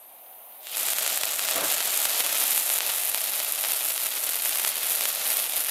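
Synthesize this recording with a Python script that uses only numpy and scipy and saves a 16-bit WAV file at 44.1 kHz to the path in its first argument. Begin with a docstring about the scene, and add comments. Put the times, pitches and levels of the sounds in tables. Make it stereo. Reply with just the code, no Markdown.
"""A terrace at night: two small fountain fireworks on a stone table, a little right of the microphone.
Close by, a jet lighter hisses. The first priming fizzes and its fountain catches; the second flares up
with a soft whoosh. Each gas jet rushes and throws metal grains that burst in a dense crackle, the
largest as sharp pops. Now and then a nozzle coughs out slag. Faint night air lies behind it all."""
import sys
import numpy as np
from scipy import signal
from scipy.fft import rfft, irfft
from scipy.io import wavfile
from scipy.ndimage import map_coordinates

SR = 44100
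rng = np.random.default_rng(int(sys.argv[2]) if len(sys.argv) > 2 else 0)


def to_wav(sig):
    """Store sig (one row per channel, or 1-D mono) as 16-bit WAV at the path in sys.argv[1].

    Samples outside -1..1 are clipped; the rate is SR.
    """
    pcm = np.clip(np.atleast_2d(sig), -1, 1) * 32767
    pcm = np.round(pcm).astype(np.int16)
    wavfile.write(sys.argv[1], SR, pcm.T)  # frames by channels


N = 251370
TIME = np.arange(N) / SR


def from_db(db):
    """Decibels to gain."""
    return 10 ** (np.asarray(db) / 20)


def unit_rms(x):
    """Scale to unit power."""
    return x / np.sqrt(np.mean(x ** 2) + 1e-20)


def curves(rows):
    """Each column after the time column, interpolated at every sample."""
    times, *columns = np.transpose(rows)
    return [np.interp(TIME, times, column) for column in columns]


def drift(rate_hz):
    """A smooth random wander with a spread of 1."""
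    hop = 40
    pole = np.exp(-2 * np.pi * rate_hz * hop / SR)
    noise = rng.standard_normal(N // hop + 2002)
    slow = signal.lfilter([1], [1, -2 * pole, pole * pole], noise)[2000:]
    return np.interp(np.arange(N) / hop, np.arange(len(slow)), unit_rms(slow))


def coloured(x, colour, size=4096):
    """Minimum-phase filter shaped like the given spectrum; keeps the power of white noise."""
    hz, db = np.transpose(colour)
    grid_hz = np.maximum(np.arange(size // 2 + 1) * SR / size, 1)
    gain = from_db(np.interp(np.log(grid_hz), np.log(hz), db))
    cepstrum = irfft(np.log(gain))
    cepstrum[1:size // 2] *= 2
    cepstrum[size // 2 + 1:] = 0
    response = irfft(np.exp(rfft(cepstrum)))
    return signal.oaconvolve(x, response / np.linalg.norm(response))[:N]


def resonance(x, hz, width_hz):
    """Two-pole band-pass with gain 1 at its peak."""
    radius = np.exp(-np.pi * width_hz / SR)
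    feedback = [1, -2 * radius * np.cos(2 * np.pi * hz / SR), radius ** 2]
    return signal.lfilter(np.array([1, 0, -1]) * (1 - radius ** 2) / 2, feedback, x)


def lowpass(x, hz):
    """Gentle first-order treble cut."""
    return signal.sosfilt(signal.butter(1, hz, fs=SR, output="sos"), x)


# Still night air around the microphone: (frequency [Hz], relative level [dB])
AIR_SPECTRUM = [(20, -22), (120, -16), (300, -5), (650, 1), (1500, -13), (3000, -6), (6000, -25),
                (15000, -36)]
def night_air(level_db=-62):
    """A faint outdoor rush, different in each channel."""
    return from_db(level_db) * np.array([coloured(rng.standard_normal(N), AIR_SPECTRUM) for _ in range(2)])


# The lighter, close to the microphone: (time [s], relative level [dB])
LIGHTER_LEVEL = [(0, -55), (.18, -54.5), (.3, -53), (.45, -52.5), (.6, -52)]
# Its flame: (frequency [Hz], relative level [dB])
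FLAME_SPECTRUM = [(59, -68), (100, -35), (261, -16.5), (388, -16.5), (621, 2), (709, 4), (1400, -12),
                  (1650, -15), (2280, -12), (3450, -21), (5410, -40), (6180, -18), (7460, -33), (9000, -31),
                  (11700, -30), (19800, -120)]
# Its nozzle's resonances: (frequency [Hz], width [Hz], gain [dB])
NOZZLE_MODES = [(10850, 2100, -7), (13550, 1850, 0)]
def lighter(flame_db=-1, hiss_db=6, eddies_db=-7, start_pitch=.87, settle_s=.11, off_s=1.9):
    """A soft flame roar and two nozzle resonances, whose pitch rises as the gas flow settles."""
    level_db, = curves(LIGHTER_LEVEL)
    gas, hiss = rng.standard_normal(N), 0
    for hz, width, db in NOZZLE_MODES:
        drive = gas + from_db(eddies_db) * rng.standard_normal(N)
        hiss += from_db(db) * resonance(resonance(drive, hz, width), hz, width)
    pitch = 1 - (1 - start_pitch) * np.exp(-TIME / settle_s)
    hiss = map_coordinates(unit_rms(hiss), [np.cumsum(pitch)], order=5)
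    flame = coloured(rng.standard_normal(N), FLAME_SPECTRUM)
    return from_db(level_db) * (from_db(hiss_db) * hiss + from_db(flame_db) * flame) * (TIME < off_s)


# On the table, the first priming smoulders and catches: (time [s], level [dB])
PRIMING_LEVEL = [(.5, -66), (.6, -59.5), (.68, -48), (.71, -46), (.75, -35), (.82, -48), (.9, -70)]
def priming(mouth_hz=3100, width_hz=2200, spit_db=3):
    """A spitting fizz in the mouth of the first tube."""
    level_db, = curves(PRIMING_LEVEL)
    fizz = resonance(resonance(rng.standard_normal(N), mouth_hz, width_hz), mouth_hz, width_hz)
    return from_db(level_db + spit_db * drift(60)) * unit_rms(fizz)


def spark_bursts(per_s=900, spread_db=11, clump_db=1.5, largest_db=23.5):
    """Metal grains burst at random, in small clumps: many tiny ones, fewer large ones."""
    bursting = rng.random(N) < per_s * from_db(clump_db * drift(40)) / SR
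    size_db = largest_db * np.tanh(spread_db * rng.exponential(1, N) / largest_db)
    return bursting * from_db(size_db) * rng.choice([-1, 1], N)


def jet(sparks, spectrum, spark_share, flutter_db):
    """One band of turbulent gas noise and bursts; each burst gets a random weight in this band."""
    bursts = unit_rms(sparks * rng.uniform(0.38, 1, N))
    gas = unit_rms(rng.standard_normal(N) * from_db(flutter_db * drift(50)))
    return coloured(np.sqrt(spark_share) * bursts + np.sqrt(1 - spark_share) * gas, spectrum)


SMOULDER_AT_S, CATCH_AT_S, OPENING_S = 0.61, 0.675, 0.12
# Vigour of the burn: (time [s], relative rush level [dB], relative sizzle level [dB])
BURN_LEVELS = [(0.78, -32, -25.5), (1.2, -30.5, -28), (1.32, -33.5, -29), (1.44, -30.0, -28.5),
               (1.92, -29.5, -24), (2.22, -29, -24), (2.28, -28.5, -24.5), (2.76, -32.0, -23.0),
               (2.82, -29, -26.0), (3.06, -33.5, -25.5), (3.12, -31, -24.5), (3.6, -34, -27),
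               (3.72, -32.5, -26), (3.78, -34, -28), (3.9, -31, -22), (3.96, -34.5, -28.5),
               (4.68, -32, -24.0), (4.74, -33, -28.5), (4.92, -31.5, -23.0), (5.16, -32, -27.5),
               (5.34, -31, -22.5), (5.52, -34, -28), (5.58, -32, -24.5), (5.7, -32, -26.5)]
def burn(smoulder_db=-16, stall_s=0.012):
    """Rush and sizzle in dB: the charge catches, opens to full strength and sags after most coughs."""
    sag_db = smoulder_db * np.clip(1 - (TIME - CATCH_AT_S) / OPENING_S, 0, 1)
    for start_s, _, stall_db in SLAG_COUGHS:
        age = np.maximum(TIME - start_s, 0) / stall_s
        sag_db -= stall_db * age * np.exp(1 - age)   # deepest at stall_s, then pressure builds again
    return [level_db + sag_db for level_db in curves(BURN_LEVELS)]


# The hiss fades as the microphone draws back: (time [s], relative level [dB])
HISS_FADE = [(.7, -5), (1.25, -0.5), (1.7, -1.5), (2.2, -5), (2.65, -5), (3.1, -7), (4.2, -6.5),
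             (5.7, -8.5)]
# The jets' low rush, high hiss and topmost sizzle, each: (frequency [Hz], relative level [dB])
RUSH_SPECTRUM = [(30, -42), (100, -26), (150, -19.5), (200, -11.5), (400, -7), (480, -0.5), (620, 2.5),
                 (820, 3), (1050, -2), (1350, 1.5), (1620, 0), (2600, 4), (3700, 4.5), (5300, 1), (7000, 0),
                 (12000, -31)]
HISS_SPECTRUM = [(3500, -31), (5600, -5), (7200, 7), (8500, 7.5), (10000, -14.5), (14000, -24.5)]
SIZZLE_SPECTRUM = [(3000, -49), (7000, -8.5), (9200, 2), (11000, 4.5), (13300, 4), (14200, 0.5),
                   (15200, -8), (16000, -23)]
def fountains(rush_db=-1.48, hiss_db=-3.5, sizzle_db=-3, sputter_db=0.48, surge_db=0.46):
    """The burning charge sputters; rush, hiss and sizzle share the same sparks, and the treble surges."""
    low_db, high_db = burn()
    high_db += surge_db * drift(16)
    fade_db, = curves(HISS_FADE)
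    sparks = spark_bursts()
    rush = from_db(low_db + rush_db) * jet(sparks, RUSH_SPECTRUM, spark_share=0.28, flutter_db=2)
    hiss = from_db(high_db + hiss_db) * jet(sparks, HISS_SPECTRUM, spark_share=0.87, flutter_db=2.5)
    sizzle = from_db(high_db + sizzle_db) * jet(sparks, SIZZLE_SPECTRUM, spark_share=0.64, flutter_db=0.5)
    lit = np.clip((TIME - SMOULDER_AT_S) / (CATCH_AT_S - SMOULDER_AT_S), 0, 1) ** .5
    return lit * from_db(sputter_db * drift(22)) * (rush + from_db(fade_db) * hiss + sizzle)


def small_pops(per_s=30, body_spread_db=3, snap_spread_db=1.8):
    """Lesser grains burst at random once the fountain is open; rows as in LOUD_POPS."""
    times = TIME[(rng.random(N) < per_s / SR) & (TIME > CATCH_AT_S + OPENING_S)]
    body, snap = np.clip(rng.standard_normal((N, 2))[:len(times)], -2, 2).T
    return np.column_stack([times, -25 + body_spread_db * body, -15 + snap_spread_db * snap])


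# The loudest sparks over the table: (time [s], relative body level [dB], relative snap level [dB])
LOUD_POPS = [(0.6705, -24, -25), (0.7707, -17.5, -10), (0.8865, -14.5, -12.5), (0.9036, -18.5, -8),
             (0.9336, -14.5, -9.5), (0.9851, -11, -10), (1.0639, -13.5, -22), (1.1747, -14.5, -8),
             (1.2352, -9, -16), (1.3935, -11.5, -17), (1.4873, -11, -16), (1.5116, -15.5, -7.5),
             (1.7818, -18.0, -11), (1.8053, -14, -11.0), (2.0315, -19, -21), (2.0548, -10, -13),
             (2.2052, -9, -10.0), (2.2641, -11.5, -10), (2.4387, -33, -6), (2.5779, -13.5, -5),
             (2.7013, -11.5, -9), (2.7859, -17, -7.0), (2.8061, -9.5, -23), (2.8921, -17, -19),
             (3.0978, -32, -7), (3.1462, -10, -5.5), (3.4017, -14, -15), (3.5227, -32, -4.5),
             (3.6392, -13, -25), (3.6486, -12, -25), (3.7195, -20.5, -7), (3.7699, -30, -11),
             (3.9785, -16, -10.0), (4.0376, -27, -12), (4.0603, -19, -13), (4.2662, -24, -11),
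             (4.2923, -18.5, -9), (4.4582, -15.5, -18), (4.5576, -14.5, -10), (4.5974, -14, -9.5),
             (4.649, -8.5, -13.0), (5.0093, -13, -11), (5.0553, -10, -9)]
# The body of a pop: (frequency [Hz], relative level [dB])
BODY_SPECTRUM = [(30, -21.5), (150, -16.5), (600, 7.5), (1500, 10), (3000, 12.5), (5500, 6.5), (9000, 3.5),
                 (15000, -45)]
def pops(snap_gain_db=7, body_gain_db=9.5):
    """A large grain bursts in one pressure pulse: a bright snap over a duller body."""
    times, body_db, snap_db = np.vstack([LOUD_POPS, small_pops()]).T
    onsets = np.clip(np.round(times * SR).astype(int), 0, N - 1)
    snaps, bodies = np.zeros((2, N))
    snaps[onsets] = from_db(snap_db + snap_gain_db)
    bodies[onsets] = from_db(body_db + body_gain_db)
    return coloured(snaps, SIZZLE_SPECTRUM) + coloured(bodies, BODY_SPECTRUM)


# A nozzle coughs out slag and its jet stalls: (time [s], relative thump level [dB], stall depth [dB])
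SLAG_COUGHS = [(0.923, -56, 2), (1.175, -64, 4), (1.237, -49, 1), (1.345, -60, 1.5), (1.581, -53, 3),
               (1.772, -50, 2), (1.88, -54, 0.5), (2.055, -49, 3.5), (2.206, -49, 2), (2.265, -56, 1.5),
               (2.784, -60, 6.5), (3.104, -58, 7.5), (4.292, -64, -1.5), (5.405, -59, 0.5)]
def coughs(gain_db=9, swell_s=0.0031, cutoff_hz=200):
    """Each cough is one swell of pressure, heard as a faint low thump."""
    pressure = np.zeros(N)
    for start_s, thump_db, _ in SLAG_COUGHS:
        age = np.maximum(TIME - start_s, 0) / (swell_s / 2)
        pressure += from_db(thump_db + gain_db) * age * (2 - age) * np.exp(-np.minimum(age, 50))
    return lowpass(pressure, cutoff_hz)


# The second fountain flares up: (time [s], relative level [dB])
FLARE_LEVEL = [(1.52, -60), (1.555, -36), (1.58, -30), (1.603, -39), (1.622, -34), (1.645, -32.5),
               (1.675, -41), (1.76, -60)]
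# Its soft whoosh: (frequency [Hz], relative level [dB])
FLARE_SPECTRUM = [(40, -35), (100, -16), (150, -14.5), (220, -7.5), (300, -2.5), (450, -3), (590, 0.5),
                  (800, -3), (1200, -2.5), (1700, -3.5), (4000, -32)]
def flare(flame_db=-1, ring_db=1.5):
    """The second priming catches in two quick puffs of flame that set table and terrace ringing."""
    level_db, = curves(FLARE_LEVEL)
    burning = (TIME > FLARE_LEVEL[0][0]) & (TIME < FLARE_LEVEL[-1][0])
    flame = burning * from_db(level_db + flame_db) * coloured(rng.standard_normal(N), FLARE_SPECTRUM)
    return flame + from_db(ring_db) * sum(resonance(flame, hz, width) for hz, width, _ in LOW_MODES)


# Low resonances of table and terrace: (frequency [Hz], width [Hz], gain [dB])
LOW_MODES = [(146, 10, -3), (302, 20, -3), (552, 22, -10), (648, 26, -9)]
# Reflections reaching the microphone off the table top and nearby things: (delay [s], gain [dB])
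NEAR_ECHOES = [(.00078, -45), (.00155, -25)]
def terrace(x, first_wall_s=0.0037, t60_s=0.16, mid_db=-18, side_db=-25, wall_cut_hz=7000):
    """Direct sound, close reflections, low resonances and a short scatter off walls and railings."""
    echoes = sum(from_db(db) * np.pad(x, (int(delay * SR), 0))[:N] for delay, db in NEAR_ECHOES)
    ring = sum(from_db(db) * resonance(x, hz, width) for hz, width, db in LOW_MODES)
    t = TIME[:SR // 2]
    decay = from_db(-60 * t / t60_s) * (t > first_wall_s)
    tails = lowpass(rng.standard_normal((2, len(t))) * decay, wall_cut_hz)
    mid, side = [signal.oaconvolve(x, tail / np.linalg.norm(tail))[:N] for tail in tails]
    return x + echoes + ring + from_db(mid_db) * mid + from_db(side_db) * side * np.array([[1], [-1]])


# Direction of the table from the microphone: (time [s], left minus right [dB])
TABLE_BALANCE = [(.4, -.1), (.8, -1), (1.2, -3.5), (1.6, -3.2), (2.2, -1.2), (2.8, -.6), (3.6, -.3),
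                 (5.7, -.15)]
def panned(x, shadow_hz=800):
    """The table lies a little to the right at first; the bass reaches both sides alike."""
    balance_db, = curves(TABLE_BALANCE)
    bass = lowpass(x, shadow_hz)
    return bass + (x - bass) * from_db(np.array([[.5], [-.5]]) * balance_db)


def scene():
    """The fountains fill the terrace; the small lighter is heard close and dry."""
    table = priming() + fountains() + pops() + coughs() + flare()
    return panned(terrace(table) + lighter()) + night_air()


def record(dry):
    """The highest peaks are rounded and the top of the treble is cut steeply."""
    cutoff_hz = 15750
    return signal.sosfilt(signal.ellip(12, .1, 90, cutoff_hz, fs=SR, output="sos"), np.tanh(dry))


dry = scene()
out = record(dry)
to_wav(out)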